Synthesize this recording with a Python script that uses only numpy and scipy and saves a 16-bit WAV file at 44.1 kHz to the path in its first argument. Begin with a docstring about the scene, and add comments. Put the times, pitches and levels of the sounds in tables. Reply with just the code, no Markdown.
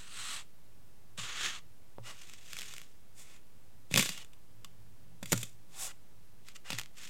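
"""A sole rasps back and forth over crumbs, then a high-heeled sandal crushes puffed corn snacks.
Hard floor in a small quiet room, one microphone close to the shoe. The thin heel pokes into the pile,
the sole comes down on it twice, and the heel pokes again: pieces snap, their cell walls crumble,
the shoe rings and the floor thuds under the weight. In between, the shoe scuffs and twists on crumb
dust. Behind it lie faint hiss, rumble and a low drone."""
import sys
import numpy as np
from scipy import signal
from scipy.fft import rfft, irfft
from scipy.io import wavfile

SR = 44100
rng = np.random.default_rng(int(sys.argv[2]) if len(sys.argv) > 2 else 0)


def generate_wav(sig):
    """Save sig (samples, or channels by samples) to the path in sys.argv[1] as 16-bit PCM at SR."""
    pcm = np.round(np.clip(np.atleast_2d(sig).T, -1, 1) * 32767).astype(np.int16)
    wavfile.write(sys.argv[1], SR, pcm)


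N = 312669
TIME = np.arange(N) / SR

# whole pieces breaking: t/s, attack level/dB, decay of the splinters/s, pitch of the piece f/Hz
SNAPS = [(2.2974, -49, 0.0011, 4400), (2.336, -47, 0.0016, 4500), (2.5321, -38.5, 0.0012, 3500),
         (2.5677, -40, .002, 2120), (2.5886, -39.5, 0.00048, 3200), (2.5955, -44, .001, 3000),
         (2.6088, -44, .003, 3100), (2.6184, -40.5, .00043, 2600), (2.7385, -43, .0008, 3180),
         (2.7662, -48, .0006, 2300), (2.7818, -43, 0.00079, 5830), (2.8166, -48, 0.0005, 6600),
         (3.912, -45, .011, 6800), (3.9408, -23, .0017, 2400), (3.954, -33, .0008, 6500),
         (3.9602, -22.5, .0017, 2450), (3.975, -20, 0.006, 6300), (3.9935, -23, .0045, 2400),
         (4.026, -31, 0.007, 6500), (4.0583, -34.5, .0059, 3500), (4.091, -32, 0.0033, 3700),
         (4.177, -43.5, .004, 2970), (4.2475, -53, .0008, 7200), (4.333, -57, .003, 6000),
         (4.6463, -44, 0.0028, 2890), (5.229, -41, .0045, 1600), (5.258, -42, 0.0022, 2300),
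         (5.3205, -23.5, 0.005, 7230), (5.3284, -23.5, 0.0036, 1490), (5.3764, -36, 0.0039, 7800),
         (5.4302, -34.5, 0.0035, 3100), (6.4859, -47, 0.0011, 3430), (6.7039, -33, 0.0036, 3300),
         (6.72, -38, 0.004, 2300), (6.7304, -36, 0.003, 2700), (6.786, -32, .002, 3550),
         (6.7966, -36.5, 0.0008, 2950), (6.8143, -41, .0006, 2700), (6.835, -49, .001, 3300),
         (6.8597, -51, 0.00041, 3100)]
# spectrum of the breaking snack: f/Hz, level/dB
CRUNCH_SPECTRUM = [(100, -22), (400, -14.5), (750, -17.5), (1550, -7.5), (2300, -4), (3400, -3.5),
                   (4300, -7.5), (5400, -6), (7100, -2.5), (8500, -5), (9300, -10), (14000, -13),
                   (16000, -23)]
# resonances of the sole: f/Hz, width/Hz, relative level/dB
SOLE_MODES = [(1090, 110, 0), (1413, 34, -2), (2120, 60, -4), (2505, 90, -1.5), (3496, 75, 6),
              (3740, 45, 0), (4735, 40, 1), (7050, 180, -7)]
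# spectrum of the shaken floor: f/Hz, level/dB
FLOOR_SPECTRUM = [(40, -24), (85, -17), (120, -4.5), (148, 5), (200, 1), (230, -4), (268, -2.5), (310, -13),
                  (600, -20), (2000, -70)]


def snaps(treble_db, splinter_db=5.0, piece_db=-6.5, piece_t60=0.0045, size=4096):
    """A first crack sets off a dying run of splinters; all of them ring the piece at its own pitch."""
    out, t = np.zeros(N), np.arange(size) / SR
    body = response_of(CRUNCH_SPECTRUM)
    for s, snap_db, run_s, piece_hz in SNAPS:
        run = energy_one(grains(per_s=13000, spread_db=1.5, size=size) * np.exp(-t / run_s))
        # the longer the run, the more of the energy lies in it
        force = signal.unit_impulse(size) + from_db(splinter_db) * run_s / .002 * run
        piece = energy_one(through(force, np.gradient(ring(t, piece_hz, piece_t60))))
        share_db = np.interp(s, TIME, treble_db)   # as bright as the push it belongs to
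        crack = energy_one(with_treble(through(force, body), share_db)) + from_db(piece_db) * piece
        attack_rms = np.sqrt(np.mean(crack[t < .004] ** 2))
        add(out, s, from_db(snap_db) * crack / attack_rms)
    return out


def crumbling(push, treble_db, level_db=-2.5, clump_db=2.3, dense_above_db=-37, dense_range_db=5):
    """Thin cell walls collapse in clumps: sparser under a light push, a dense crush under full weight."""
    body = response_of(CRUNCH_SPECTRUM)
    clumps = from_db(clump_db * drift(200))
    light = through(fragments(grains(per_s=4200, spread_db=2.7) * clumps), body)
    heavy = through(fragments(grains(per_s=9000, spread_db=2.5) * clumps), body)
    heavy_share = 1 / (1 + np.exp((dense_above_db - 20 * np.log10(push)) / dense_range_db))
    crackle = np.sqrt(1 - heavy_share) * light + np.sqrt(heavy_share) * heavy
    return from_db(level_db) * push * with_treble(crackle, treble_db)


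def fragments(clicks, lowest_hz=1100, highest_hz=8500, q=9.0, ring_db=6, count=14):
    """Each click also rings one of many fragments, each with a pitch of its own."""
    struck, out = rng.integers(0, count, N), clicks
    for k, hz in enumerate(np.geomspace(lowest_hz, highest_hz, count)):
        own_clicks = clicks * (struck == k) + 1e-18
        out = out + from_db(ring_db) * signal.lfilter(*signal.iirpeak(hz, q, fs=SR), own_clicks)
    return rms_one(out)


def foot_load():
    """The foot bears down on the pile: gain and treble share/dB of all its pushes together."""
    # pushes: full load t/s, hold/s, level/dB, rise/s, release/s, treble share/dB
    pushes = [(2.169, 0.12, -56, .04, .3, -6.5), (2.603, 0.091, -48, 0.22, 0.2, -5.5),
              (3.942, 0.15, -41, 0.037, .11, -5), (3.976, 0.029, -27, .009, 0.054, -4),
              (5.332, 0.089, -46.5, 0.097, .1, -1.5), (6.488, 0.025, -55.5, 0.0456, .025, -7.5),
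              (6.561, .004, -49, .014, .012, -7), (6.715, 0.035, -45, 0.04, 0.056, -9),
              (6.786, 0.01, -45, .014, 0.024, -6.5), (7.003, 0.037, -49, 0.054, 0.22, -6.5)]
    gains = np.array([swell(*push[:-1]) for push in pushes])
    power = np.sum(gains ** 2, axis=0)
    treble_db = np.array(pushes)[:, -1] @ gains ** 2 / power
    return np.sqrt(power), treble_db


def under_sole(s, down_s=3.8, lifted_s=5.6):
    """Whether the sole, rather than the heel, is on the pile at time s."""
    return (s > down_s) & (s < lifted_s)


def shoe_ring(cracks, crumbs, fine_above_hz=2000, heel_ring_db=-12.5):
    """The sole grinds the crumbs finer and rings with every break; the thin heel passes little on."""
    fine_crumbs = signal.sosfilt(signal.butter(1, fine_above_hz, "high", fs=SR, output="sos"), crumbs)
    covered = under_sole(TIME)
    sole = through((cracks + fine_crumbs) * covered, resonances(SOLE_MODES))
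    heel = through((cracks + crumbs) * ~covered, resonances(SOLE_MODES, heel_ring_db))
    return sole + heel


def thuds(boom_t60=0.048, board_hz=116, board_t60=0.22, board_rise_s=.024,
          big_break_db=-22.5, drop_knock_db=-27, drop_boom_db=-37, size=22050):
    """Weight lands with a woody knock and a short boom; after a footfall the floorboard rings on."""
    # the shoe is set down or the weight shifts: t/s, knock level/dB, board level/dB, boom level/dB
    footfalls = [(1.183, -51, -52.5, -51.5), (1.984, -34, -48.5, -66), (3.912, -42, -54, -44),
                 (5.228, -36, -56, -47.5), (5.329, -20, -36.5, -38), (6.704, -34.5, -56, -52),
                 (6.73, -36, -50, -50)]
    # spectrum of the knock: f/Hz, level/dB
    knock_spectrum = [(30, -25), (70, -1.5), (150, 3), (330, -4.5), (540, 0), (1000, -8), (1600, -22),
                      (3800, -30), (7000, -55)]
    # its woody ring: f/Hz, level/dB against the impact's peak, t60/s
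    knock_modes = [(558, -17, .04), (920, -13, .03)]
    out, t = np.zeros(N), np.arange(size) / SR
    impact, floor = response_of(knock_spectrum), response_of(FLOOR_SPECTRUM)
    impact = np.pad(impact, (0, size - len(impact))) / np.abs(impact).max()
    knock = impact + sum(from_db(db) * ring(t, hz, t60) for hz, db, t60 in knock_modes)
    board_rise = 1 - np.exp(-(t / board_rise_s) ** 2)
    board = early_rms_one(ring(t, board_hz, board_t60) * board_rise)
    dying = from_db(-60 * t / boom_t60)

    def boom():
        """A dying burst of noise shakes the floor."""
        return early_rms_one(through(rng.standard_normal(size) * dying, floor))

    for s, knock_db, board_db, boom_db in footfalls:
        add(out, s, from_db(knock_db) * knock + from_db(board_db) * board + from_db(boom_db) * boom())
    # a break under the sole lets it drop on the floor; small breaks hardly do
    for s, snap_db, *_ in SNAPS:
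        drop = under_sole(s) * from_db(1.5 * (snap_db - big_break_db))
        add(out, s, drop * (from_db(drop_knock_db) * knock + from_db(drop_boom_db) * boom()))
    return out


def rumble(push, level_db=-10):
    """The sole sinks through the collapsing pile and shakes the floor, most of all under full weight."""
    shaking = rms_one(through(rng.standard_normal(N), response_of(FLOOR_SPECTRUM)))
    return from_db(level_db) * push * np.sqrt(push / push.max()) * shaking


def slides(judder_db=1.2, hollow_db=7.0, hollow_q=2.03):
    """Crumb dust catches and slips under the moving shoe thousands of times a second."""
    # hollow pitch of the gap between sole and floor: t/s, f/Hz
    gap_pitch = [(.25, 1380), (.43, 900), (1.3, 1300), (1.48, 1790), (1.56, 1180), (2.1, 1250),
                 (4.15, 3100), (5.76, 780), (5.86, 650), (5.9, 1600)]
    judder = from_db(judder_db * drift(220))
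    friction, inner_friction = (grains(per_s=12000, spread_db=2.0) * judder for _ in range(2))
    gap_hz = np.interp(TIME, *np.transpose(gap_pitch))
    gap = from_db(hollow_db) * moving_resonance(inner_friction, gap_hz, hollow_q)
    return drags(friction, inner_friction, gap) + scuffs(friction, gap)


def drags(friction, inner_friction, gap, rasp_db=7.0, rasp_q=5.0, rasp_wander=.025):
    """Pressed flat, the sole rasps over the crumbs, back and then forward."""
    # spectrum of the flat sole rubbing: f/Hz, level/dB
    pressed_spectrum = [(100, -12), (300, -15), (820, -15.5), (1150, -7.5), (3200, -.5), (5100, -9),
                        (6200, -7), (8400, -10), (9700, -15.5), (16000, -28)]
    # pitch of the rasp, which also sounds an octave below: t/s, f/Hz
    rasp_pitch = [(.15, 8100), (.42, 7700), (1.18, 7100), (1.42, 6650)]
    # the two strokes: t/s, level/dB, treble share/dB
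    back_drag = [(0.0, -53.5, -6), (0.058, -58.5, -6), (0.206, -44.5, -5.5), (0.348, -41.5, -5.5),
                 (0.42, -53, -8), (0.44, -73, 0)]
    forward_drag = [(1.173, -62, -5), (1.178, -43, -6), (1.341, -44, -13), (1.461, -34.5, -9),
                    (1.517, -45, -11.5), (1.569, -46.5, -11.5), (1.593, -56.5, -8.5), (1.605, -76, -7.5)]
    rasp_hz = np.interp(TIME, *np.transpose(rasp_pitch)) * (1 + rasp_wander * drift(20))
    rasp = sum(moving_resonance(inner_friction, hz, rasp_q) for hz in (rasp_hz, rasp_hz / 2))
    pressed = through(friction, response_of(pressed_spectrum)) + gap + from_db(rasp_db) * rasp
    out = np.zeros(N)
    for drag in (back_drag, forward_drag):
        s, level_db, treble_db = np.transpose(drag)
        out += stroke(s, level_db) * with_treble(pressed, np.interp(TIME, s, treble_db))
    return out


def scuffs(friction, gap, sole_ring_db=-3):
    """The edge of the shoe brushes the floor, or twists on its rim with a hollow scrape."""
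    # spectrum of the edge brushing lightly: f/Hz, level/dB
    brushed_spectrum = [(100, -21.5), (560, -6.5), (1800, -6), (3400, -4), (4600, -6.5), (7700, -2.5),
                        (16000, -20)]
    # movements: full speed t/s, hold/s, level/dB, rise/s, release/s, treble share/dB
    brushes = [(3.202, .012, -55.5, 0.057, 0.057, -1), (3.335, 0.029, -61, 0.13, 0.029, -6),
               (5.754, 0.04, -58, 0.07, .05, -5), (5.833, 0.022, -40, 0.068, 0.048, -0.8)]
    twists = [(2.066, 0.04, -48.3, 0.034, 0.07, -10), (4.125, .1, -53, .05, .018, -8),
              (5.905, 0.011, -54, 0.049, 0.0084, -14), (6.665, .045, -51, .022, .04, -12)]
    # resonances of the rim: f/Hz, width/Hz, level/dB against the direct sound
    rim_modes = [(2000, 90, 2), (2450, 60, 0), (2860, 97, 8)]
    brushed = through(friction, response_of(brushed_spectrum)) + gap
    sole, rim = resonances(SOLE_MODES, sole_ring_db), resonances(rim_modes)
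    out = np.zeros(N)
    for movements, shoe in ((brushes, sole), (twists, rim)):
        rubbed = through(brushed, shoe)
        for *movement, treble_db in movements:
            out += swell(*movement) * with_treble(rubbed, treble_db)
    return out


def room(x, near_db=-13, near_s=0.0089, tail_db=-19.5, tail_t60=0.24, dull_hz=9000, size=22050):
    """The microphone hears the direct sound, quick reflections off floor and shoes, then a soft tail."""
    t = np.arange(size) / SR
    near = rng.standard_normal(size) * np.exp(-t / near_s) * (t > .001)
    tail = rng.standard_normal(size) * from_db(-60 * t / tail_t60) * (t > .008)
    tail = signal.sosfilt(signal.butter(1, dull_hz, fs=SR, output="sos"), tail)
    return x + through(x, from_db(near_db) * energy_one(near) + from_db(tail_db) * energy_one(tail))


def room_tone(air_db=-62.5, drone_hz=111, overtone_hz=163, overtone_db=-6, drone_t60=0.34, rest_db=-72.5):
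    """Steady hiss and rumble, with a wavering low drone that swells once and sinks back."""
    # spectrum of the room's noise: f/Hz, level/dB
    air_spectrum = [(22, -9), (40, -12), (120, -13.5), (250, -19.5), (1300, -31), (4000, -35.5),
                    (16000, -38.5)]
    # swell of the drone: peak t/s, hold/s, level/dB, rise/s, release/s
    drone_swell = (4.5, 1.05, -62, 0.04, 0.5)
    air = from_db(air_db) * rms_one(through(rng.standard_normal(N), response_of(air_spectrum)))
    t = TIME[:SR]
    modes = ring(t, drone_hz, drone_t60) + from_db(overtone_db) * ring(t, overtone_hz, drone_t60)
    drone = rms_one(through(rng.standard_normal(N), modes))
    return air + np.maximum(swell(*drone_swell), from_db(rest_db)) * drone


def swell(s, hold_s, level_db, rise_s, release_s, range_db=19.5, rise_bend=1.87, release_bend=1.2):
    """Gain that builds up, holds and dies away; rise and release each cover range_db."""
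    early = np.maximum(s - TIME, 0) / rise_s
    late = np.maximum(TIME - s - hold_s, 0) / release_s
    below_db = range_db * (early ** rise_bend + late ** release_bend)   # bends above 1 round the top
    return from_db(np.maximum(level_db - below_db, -200))


def stroke(s, level_db, edge_s=0.0036):
    """Gain of one movement of the foot, silent outside it."""
    gate = np.clip(np.minimum(TIME - s[0], s[-1] - TIME) / edge_s + 1, 0, 1)
    return gate * from_db(np.interp(TIME, s, level_db))


def grains(per_s, spread_db, size=N):
    """Random clicks, mostly small with a few large ones; rms 1."""
    born = rng.random(size) < per_s / SR
    sizes = from_db(spread_db * np.minimum(rng.exponential(1, size), 4))
    return rms_one(born * sizes * rng.choice([-1, 1], size))


def drift(per_s):
    """Random wander; rms 1."""
    knots = rng.standard_normal(int(per_s * N / SR) + 2)
    return rms_one(np.interp(TIME * per_s, np.arange(len(knots)), knots))


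def with_treble(x, share_db, split_hz=5600):
    """Give the treble a set share of the power: finer fragments sound brighter."""
    low = signal.sosfilt(signal.butter(2, split_hz, fs=SR, output="sos").repeat(2, axis=0), x)
    high = signal.sosfilt(signal.butter(2, split_hz, "high", fs=SR, output="sos").repeat(2, axis=0), x)
    share = np.clip(from_db(share_db) ** 2, .01, .9)
    return np.sqrt(1 - share) * rms_one(low) + np.sqrt(share) * rms_one(high)


def ring(t, hz, t60):
    """One dying mode."""
    return np.sin(2 * np.pi * hz * t) * from_db(-60 * t / t60)


def resonances(modes, ring_db=0, size=4096):
    """A click heard directly, followed by the ring of the shoe."""
    click = signal.unit_impulse(size)
    rings = sum(from_db(db + ring_db) * signal.lfilter(*signal.iirpeak(hz, hz / width, fs=SR), click)
                for hz, width, db in modes)
    return energy_one(click + rings)


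def moving_resonance(x, hz, q, size=512):
    """A resonance whose pitch follows the curve hz."""
    out, state = np.zeros(N), np.zeros((2, 2))
    for i in range(0, N, size):
        peak = np.concatenate(signal.iirpeak(hz[i], q, fs=SR))
        out[i:i + size], state = signal.sosfilt([peak, peak], x[i:i + size], zi=state)
    return out


def response_of(spectrum, size=4096):
    """Causal (minimum-phase) impulse response with the given spectrum; energy 1."""
    hz, db = np.transpose(spectrum)
    grid = np.maximum(np.arange(size // 2 + 1) * SR / size, 1)
    gain = from_db(np.interp(np.log(grid), np.log(hz), db))
    cepstrum = irfft(np.log(gain))
    cepstrum[1:size // 2] *= 2
    cepstrum[size // 2 + 1:] = 0
    return energy_one(irfft(np.exp(rfft(cepstrum))))


def through(x, response):
    """Pass a sound through an impulse response."""
    return signal.fftconvolve(x, response)[:len(x)]


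def add(out, s, sound):
    """Mix a sound in at time s."""
    start = max(round(s * SR), 0)
    part = out[start:start + len(sound)]
    part += sound[:len(part)]


def from_db(db):
    """Decibels to gain."""
    return 10 ** (np.asarray(db) / 20)


def rms_one(x):
    """Scale to rms 1."""
    return x / np.sqrt(np.mean(x ** 2) + 1e-20)


def energy_one(x):
    """Scale to energy 1."""
    return x / np.sqrt(np.sum(x ** 2) + 1e-20)


def early_rms_one(x):
    """Scale a thud to rms 1, taking it to last 30 ms."""
    return energy_one(x) * np.sqrt(.03 * SR)


def scene():
    """Everything the foot does, heard from close by over the room tone; mono."""
    push, treble_db = foot_load()
    background = room_tone()
    shoe_on_floor = slides() + thuds() + rumble(push)
    crumbs = crumbling(push, treble_db)
    crunch = shoe_ring(snaps(treble_db), crumbs)
    return (room(crunch + shoe_on_floor) + background)[None]


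def record(dry, cutoff_hz=16200, dc_offset=.0078):
    """The recorder cuts the top and adds a small constant offset."""
    return signal.sosfilt(signal.ellip(10, .1, 80, cutoff_hz, fs=SR, output="sos"), dry) + dc_offset


dry = scene()
out = record(dry)
generate_wav(out)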